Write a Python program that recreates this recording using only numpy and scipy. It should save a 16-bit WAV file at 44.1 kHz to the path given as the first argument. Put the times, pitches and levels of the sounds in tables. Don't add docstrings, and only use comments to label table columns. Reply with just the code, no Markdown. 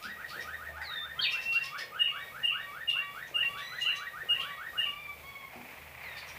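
import sys
import numpy as np
from scipy import signal
from scipy.fft import rfft, irfft
from scipy.io import wavfile

SR = 44100
rng = np.random.default_rng(int(sys.argv[2]) if len(sys.argv) > 2 else 0)


def generate_wav(signal):
    frames = np.transpose(np.atleast_2d(signal))
    scaled = np.clip(frames, -1, 1) * 32767
    pcm = np.round(scaled).astype(np.int16)
    wavfile.write(sys.argv[1], SR, pcm)


N = 281358

# t/s, f/Hz, level/dB, swell at the head/dB, offset of the second voice/dB
LOUD_NOTES = [(1.988, 2850, -28.5, 8, -2.5), (2.428, 2832, -28.5, 11, -1), (2.872, 2821, -26, 8, -10),
              (3.34, 2802, -26.5, 10.5, -7.5), (3.808, 2826, -26.5, -0.5, -4),
              (4.284, 2845, -27.5, 7.5, -5.5), (4.771, 2837, -31, 10.5, -1)]
# t/s, length of the climb/s, level of the pip at its top/dB
CLIMBS = [(.008, 0.098, -39), (.158, 0.089, -35), (.298, 0.096, -36), (.435, 0.11, -34), (0.573, .1, -37.5),
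          (.726, 0.093, -34.5), (.871, 0.093, -37), (1.003, .11, -37), (1.153, 0.097, -38),
          (1.313, 0.091, -43), (1.512, .1, -37), (1.708, .1, -37), (1.909, .11, -48), (2.106, 0.11, -39),
          (2.312, .11, -44), (2.505, 0.11, -48), (2.709, 0.11, -37.5), (2.924, 0.097, -51),
          (3.13, 0.099, -37.5), (3.328, .105, -31.5), (3.525, 0.1, -36.5), (3.689, 0.1, -33),
          (3.84, 0.094, -37), (3.976, .097, -35.5), (4.122, 0.1, -37), (4.269, 0.093, -37),
          (4.401, 0.11, -37.5), (4.562, .11, -37), (4.722, 0.089, -36)]


def whistle(hz, db, overtones_db, jitter):
    phase = 2 * np.pi * np.cumsum(hz * (1 + jitter * waver(len(hz), 112))) / SR
    tone = np.sin(phase) + sum(amp(d) * np.sin(k * phase) for k, d in enumerate(overtones_db, 2))
    fade = signal.windows.tukey(len(hz), min(250 / len(hz), 1))
    return np.sqrt(2) * amp(db) * tone * fade


def loud_notes(scoop_hz=110, scoop_s=.0076, sag_hz_per_s=220, fade_db_per_s=21.5, accent_db=6.5):
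    out, t = np.zeros(N), clock(.1332)
    bend = scoop_hz * np.exp(-t / scoop_s) - sag_hz_per_s * t
    body = gate(t, attack_s=.017, release_s=.012) - fade_db_per_s * t
    accent = accent_db * bell(t, .123, .0056)
    jitter = .019 * bell(t, .0754, .029)
    overtones_db = [d - 70 * t for d in (-47, -36, -39)]
    for s, pitch, level, head, _ in LOUD_NOTES:
        db = level + body + accent + head * bell(t, .03, .01)
        add(out, s, whistle(pitch + bend, db, overtones_db, jitter))
    return out


def second_voice(delay_s=.033, edge_db=-20.5, swell_db=17):
    out, t = np.zeros(N), delay_s + clock(.071)
    ratio = 1.06 - 68 * (t - .038) ** 2
    envelope = edge_db + swell_db * bell(t, .062, .022)
    for s, pitch, level, _, offset in LOUD_NOTES:
        add(out, s + delay_s, whistle(pitch * ratio, level + offset + envelope, [], jitter=.0237))
    return out


def roll(foot_hz=1205, top_hz=1878, level_db=-42, dip_db=8.5, linger=1.393):
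    out = np.zeros(N)
    for s, length, _ in CLIMBS:
        t = clock(linger * length)
        u = t / length
        climb = 1 - np.exp(-(u / .62) ** 2.574)
        detune, brightness, effort = rng.standard_normal(3)
        hz = (foot_hz + (top_hz - foot_hz) * climb) * (1 + .01098 * detune)
        envelope = gate(t, attack_s=.034, release_s=.015) - dip_db * bell(u, .78, .071)
        octave_db = -20 + 4 * climb + 3 * brightness
        add(out, s, whistle(hz, level_db + 1.3 * effort + envelope, [octave_db, -40], jitter=.013))
    return out


def pips(start_hz=1936, sag_hz_per_s=4000, lead_s=.007):
    out, t = np.zeros(N), clock(.019)
    hz = start_hz - sag_hz_per_s * t
    envelope = gate(t, attack_s=.0065, release_s=.01)
    for s, length, level in CLIMBS:
        add(out, s + length - lead_s, whistle(hz, level + envelope, [-26], jitter=.015))
    return out


def arches(bend_s=.013, fade_db=5, octave_rise_db=8.5, flutter_db=2.1):
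    # t/s, length/s, top f/Hz, place of the top/length, level/dB, octave/dB re fundamental
    soft_whistles = [(1.147, 0.31, 1047, 0.46, -56.5, -1.5), (1.626, .23, 1135, 0.52, -48, -3),
                     (2.068, 0.26, 1151, 0.52, -52, 0), (2.505, .26, 1155, 0.54, -52, -3.5),
                     (2.946, 0.24, 1155, .5, -49, -3), (3.421, 0.28, 1135, 0.52, -48.5, -4),
                     (3.607, .4, 2032, .52, -55, 4.5), (3.886, .215, 1163, .53, -52, -4),
                     (4.365, 0.25, 1141, .53, -49, -5.5), (4.848, 0.31, 1186, 0.56, -52.5, 4.5),
                     (5.225, .275, 1115, .33, -50.5, 1.5)]
    out = np.zeros(N)
    for s, length, pitch, top_at, level, octave in soft_whistles:
        t = clock(length)
        u = t / length
        arch = np.sin(np.pi * u ** (np.log(.5) / np.log(top_at)))
        ratio = 1 - bend_s / length * (1 - arch) + .0065 * waver(len(t), 19)
        envelope = gate(t, attack_s=.02, release_s=.037) - fade_db * (u - .5)
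        db = level + envelope + flutter_db * waver(len(t), 31)
        overtones_db = [octave + octave_rise_db * (u - .5), -11, -22]
        add(out, s, whistle(pitch * ratio, db, overtones_db, jitter=.007))
    return out


def slurs(start_hz=2716, end_hz=1787, settle_s=.043, octave_rise_db=10.5):
    # t/s, length/s, level/dB, octave/dB re fundamental
    falls = [(0.817, .27, -47.5, 6), (6.007, 0.23, -46.5, -11)]
    out = np.zeros(N)
    for s, length, level, octave in falls:
        t = clock(length)
        glide = np.exp(-t / settle_s)
        hz = end_hz + (start_hz - end_hz) * glide
        db = level + gate(t, attack_s=.041, release_s=.078)
        octave_db = octave + octave_rise_db * (t / length - .5)
        add(out, s, whistle(hz, db, [octave_db, octave_db - 35], jitter=.0066 + .0092 * glide))
    return out


def long_note():
    # t/s, f/Hz, level/dB
    contour = [(1.32, 2763, -36.5), (1.384, 2674, -31.5), (1.444, 2740, -55), (1.462, 2709, -30.5),
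               (1.51, 2728, -27.5), (1.544, 2731, -42), (1.556, 2740, -24), (1.574, 2759, -32),
               (1.602, 2766, -42.5), (1.628, 2717, -39), (1.66, 2690, -43)]
    at, hz, db = np.transpose(contour)
    out, t = np.zeros(N), at[0] + clock(at[-1] - at[0])
    add(out, at[0], whistle(np.interp(t, at, hz), np.interp(t, at, db), [], jitter=.0015))
    return out


def chip(at_s=1.19, level_db=-27, start_hz=3000, peak_hz=4530, end_hz=2383, rise_s=.025, dip_s=.0047):
    out, t = np.zeros(N), clock(.12)
    up = start_hz + (peak_hz - start_hz) * (t / rise_s) ** 2
    down = end_hz + (peak_hz - end_hz) * bell(t, rise_s, .019)
    db = level_db + gate(t, attack_s=.002, release_s=.07) - 16 * bell(t, rise_s - dip_s, dip_s)
    add(out, at_s, whistle(np.where(t < rise_s, up, down), db, [-38], jitter=.0302))
    return out


def rasps(half_width_hz=400, ripple_db=3, ripple_hz=800, flutter_hz=220):
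    # t/s, length/s, level/dB, resonance f/Hz
    chirps = [(0.02, 0.034, -42, 4970), (0.281, 0.029, -43.5, 4550), (0.404, 0.028, -45.5, 5420),
              (1.303, 0.041, -43, 5360), (1.403, 0.042, -46, 5400), (1.514, 0.045, -40.5, 4740),
              (1.621, 0.043, -40, 5270), (1.772, 0.042, -40.5, 5140), (2.892, 0.014, -39.5, 3550),
              (3.269, 0.0074, -51.5, 6400), (3.571, 0.036, -42, 3490), (3.79, 0.045, -46, 6700),
              (3.945, 0.038, -46, 6250), (4.397, 0.027, -38.5, 3100), (6.148, 0.065, -48, 4520),
              (6.266, 0.039, -48, 5700)]
    # f/Hz, relative level/dB
    spectrum = [(1200, -42), (2400, 8), (3300, 1), (5300, -6), (6500, -9), (8000, -12.5), (10000, -10.5),
                (14000, -21)]
    out = np.zeros(N)
    for s, length, level, centre in chirps:
        size = round((length + .025) * SR)
        resonance = lambda hz: 1 + 4 / (1 + ((hz - centre) / half_width_hz) ** 2)
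        side_peaks = lambda hz: amp(ripple_db * np.cos(2 * np.pi * (hz - centre) / ripple_hz))
        hiss = noise(size, lambda hz: amp(read(spectrum, hz)) * resonance(hz) * side_peaks(hz))
        flutter = 1 + .51 * waver(size, flutter_hz)
        add(out, s - .008, amp(level) * unit(hiss * flutter) * np.hanning(size))
    return out


def knocks(q=7.8, attack_s=.00057):
    # t/s, level/dB, resonance f/Hz, decay time constant/s
    bumps = [(.05, -53, 214, 0.068), (0.206, -45, 1450, 0.007), (.36, -46, 512, 0.039),
             (.69, -46.5, 675, 0.033), (.765, -47.5, 853, 0.072), (.815, -36.5, 1480, .012),
             (1.18, -52, 427, 0.018), (1.785, -53, 494, 0.14), (3.312, -40, 427, 0.0066),
             (3.33, -57, 607, 0.063), (4.23, -48, 445, 0.015), (5.53, -46.5, 760, 0.047),
             (5.556, -47, 260, 0.069)]
    out, t = np.zeros(N), clock(.5)
    for s, level, centre, decay in bumps:
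        body = noise(len(t), lambda hz: 1 / np.hypot(1, q * (hz / centre - centre / (hz + 1))))
        add(out, s, amp(level) * body * np.exp(-t / decay) * (1 - np.exp(-t / attack_s)))
    return out


def room(x, wet_db, gap_s=.012, reflections_per_s=4000):
    # delay t/s, gain re direct sound
    echoes = [(.0034, .3), (.0071, -0.51), (0.0113, .3), (0.0164, 0.32)]
    # f/Hz, T60/s
    t60 = [(300, 0.37), (1200, 0.26), (2800, 0.36), (5000, 0.27), (12000, 0.23)]
    taps = rng.standard_normal(SR) * (rng.random(SR) < reflections_per_s / SR)
    taps *= np.arange(SR) > gap_s * SR
    hz, t, bands = signal.stft(taps, SR, nperseg=256)
    tail = signal.istft(bands * amp(-60 * t / read(t60, hz)[:, None]), SR, nperseg=256)[1]
    response = amp(wet_db) * tail / np.linalg.norm(tail)
    response[0] += 1
    for delay, gain in echoes:
        response[round(delay * SR)] += gain
    return signal.fftconvolve(x, response / np.linalg.norm(response))[:N]


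def rush(flutter_db=2.4):
    # t/s, level/dB
    swell = [(5.5, -58), (5.55, -53), (5.7, -50.5), (5.9, -53), (6.05, -45.5), (6.38, -49.5)]
    # f/Hz, relative level/dB
    spectrum = [(300, -48), (600, -4), (900, 2), (1500, -1.5), (2000, 6.5), (2450, 8), (3000, -6),
                (4500, -18.5), (8000, -30)]
    return amp(follow(swell) + flutter_db * waver(N, 51)) * noise(N, lambda hz: amp(read(spectrum, hz)))


def hum(hum_hz=76, octave_db=-73, whine_hz=15000, whine_db=-69):
    # t/s, level/dB
    swell = [(0, -72), (.3, -60), (.8, -61), (1.3, -69), (2, -74), (4.4, -72.5), (5.8, -63.5), (6.38, -65)]
    phase = 2 * np.pi * np.cumsum(hum_hz + 1.027 * waver(N, 2.68)) / SR
    drone = amp(follow(swell)) * np.sin(phase) + amp(octave_db) * np.sin(2 * phase)
    whine = amp(whine_db) * np.sin(2 * np.pi * whine_hz * np.arange(N) / SR)
    return np.sqrt(2) * (drone * (1 + .49 * waver(N, 4.3)) + whine)


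def air(level_db=-53, swell_db=1.43):
    # f/Hz, relative level/dB
    spectrum = [(20, -34), (45, -3.5), (60, -4), (90, -9.5), (125, 2.5), (200, -6), (340, -11), (520, -1.5),
                (900, -5), (1400, -11.5), (3000, -12), (6000, -20.5), (10000, -20.5), (15300, -13)]
    return amp(level_db + swell_db * waver(N, 3.8)) * noise(N, lambda hz: amp(read(spectrum, hz)))


def noise(size, colour):
    return unit(irfft(rfft(rng.standard_normal(size)) * colour(np.fft.rfftfreq(size, 1 / SR)), size))


def waver(size, rate_hz):
    return noise(SR + size, lambda hz: 1 / (1 + (hz / rate_hz) ** 4))[:size]


def gate(t, attack_s, release_s):
    return 20 * np.log10(np.clip(t / attack_s, .001, 1) * np.clip((t[-1] - t) / release_s, .001, 1))


def bell(t, at, width):
    return np.exp(-((t - at) / width) ** 2 / 2)


def read(points, hz):
    f, value = np.transpose(points)
    return np.interp(np.log(hz + 1), np.log(f + 1), value)


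def follow(points):
    return np.interp(np.arange(N) / SR, *np.transpose(points))


def clock(length):
    return np.arange(0, length, 1 / SR)


def amp(db):
    return 10 ** (np.asarray(db) / 20)


def unit(x):
    return x / np.sqrt(np.mean(x ** 2) + 1e-20)


def add(mix, s, sound):
    part = mix[max(round(s * SR), 0):][:len(sound)]
    part += sound[:len(part)]


def scene():
    drier = room(loud_notes() + pips(), wet_db=-10) + room(slurs() + long_note(), wet_db=-7)
    wetter = room(roll(), wet_db=-1.5) + room(arches(), wet_db=-3)
    wetter += room(chip() + second_voice(), wet_db=-1) + room(rasps() + knocks(), wet_db=-1.5)
    return (drier + wetter + air() + rush() + hum())[None]


def record(dry):
    low_pass = signal.firwin(801, cutoff=15350, window=("kaiser", 10), fs=SR)
    return signal.oaconvolve(dry, low_pass[None], "same")


dry = scene()
out = record(dry)
generate_wav(out)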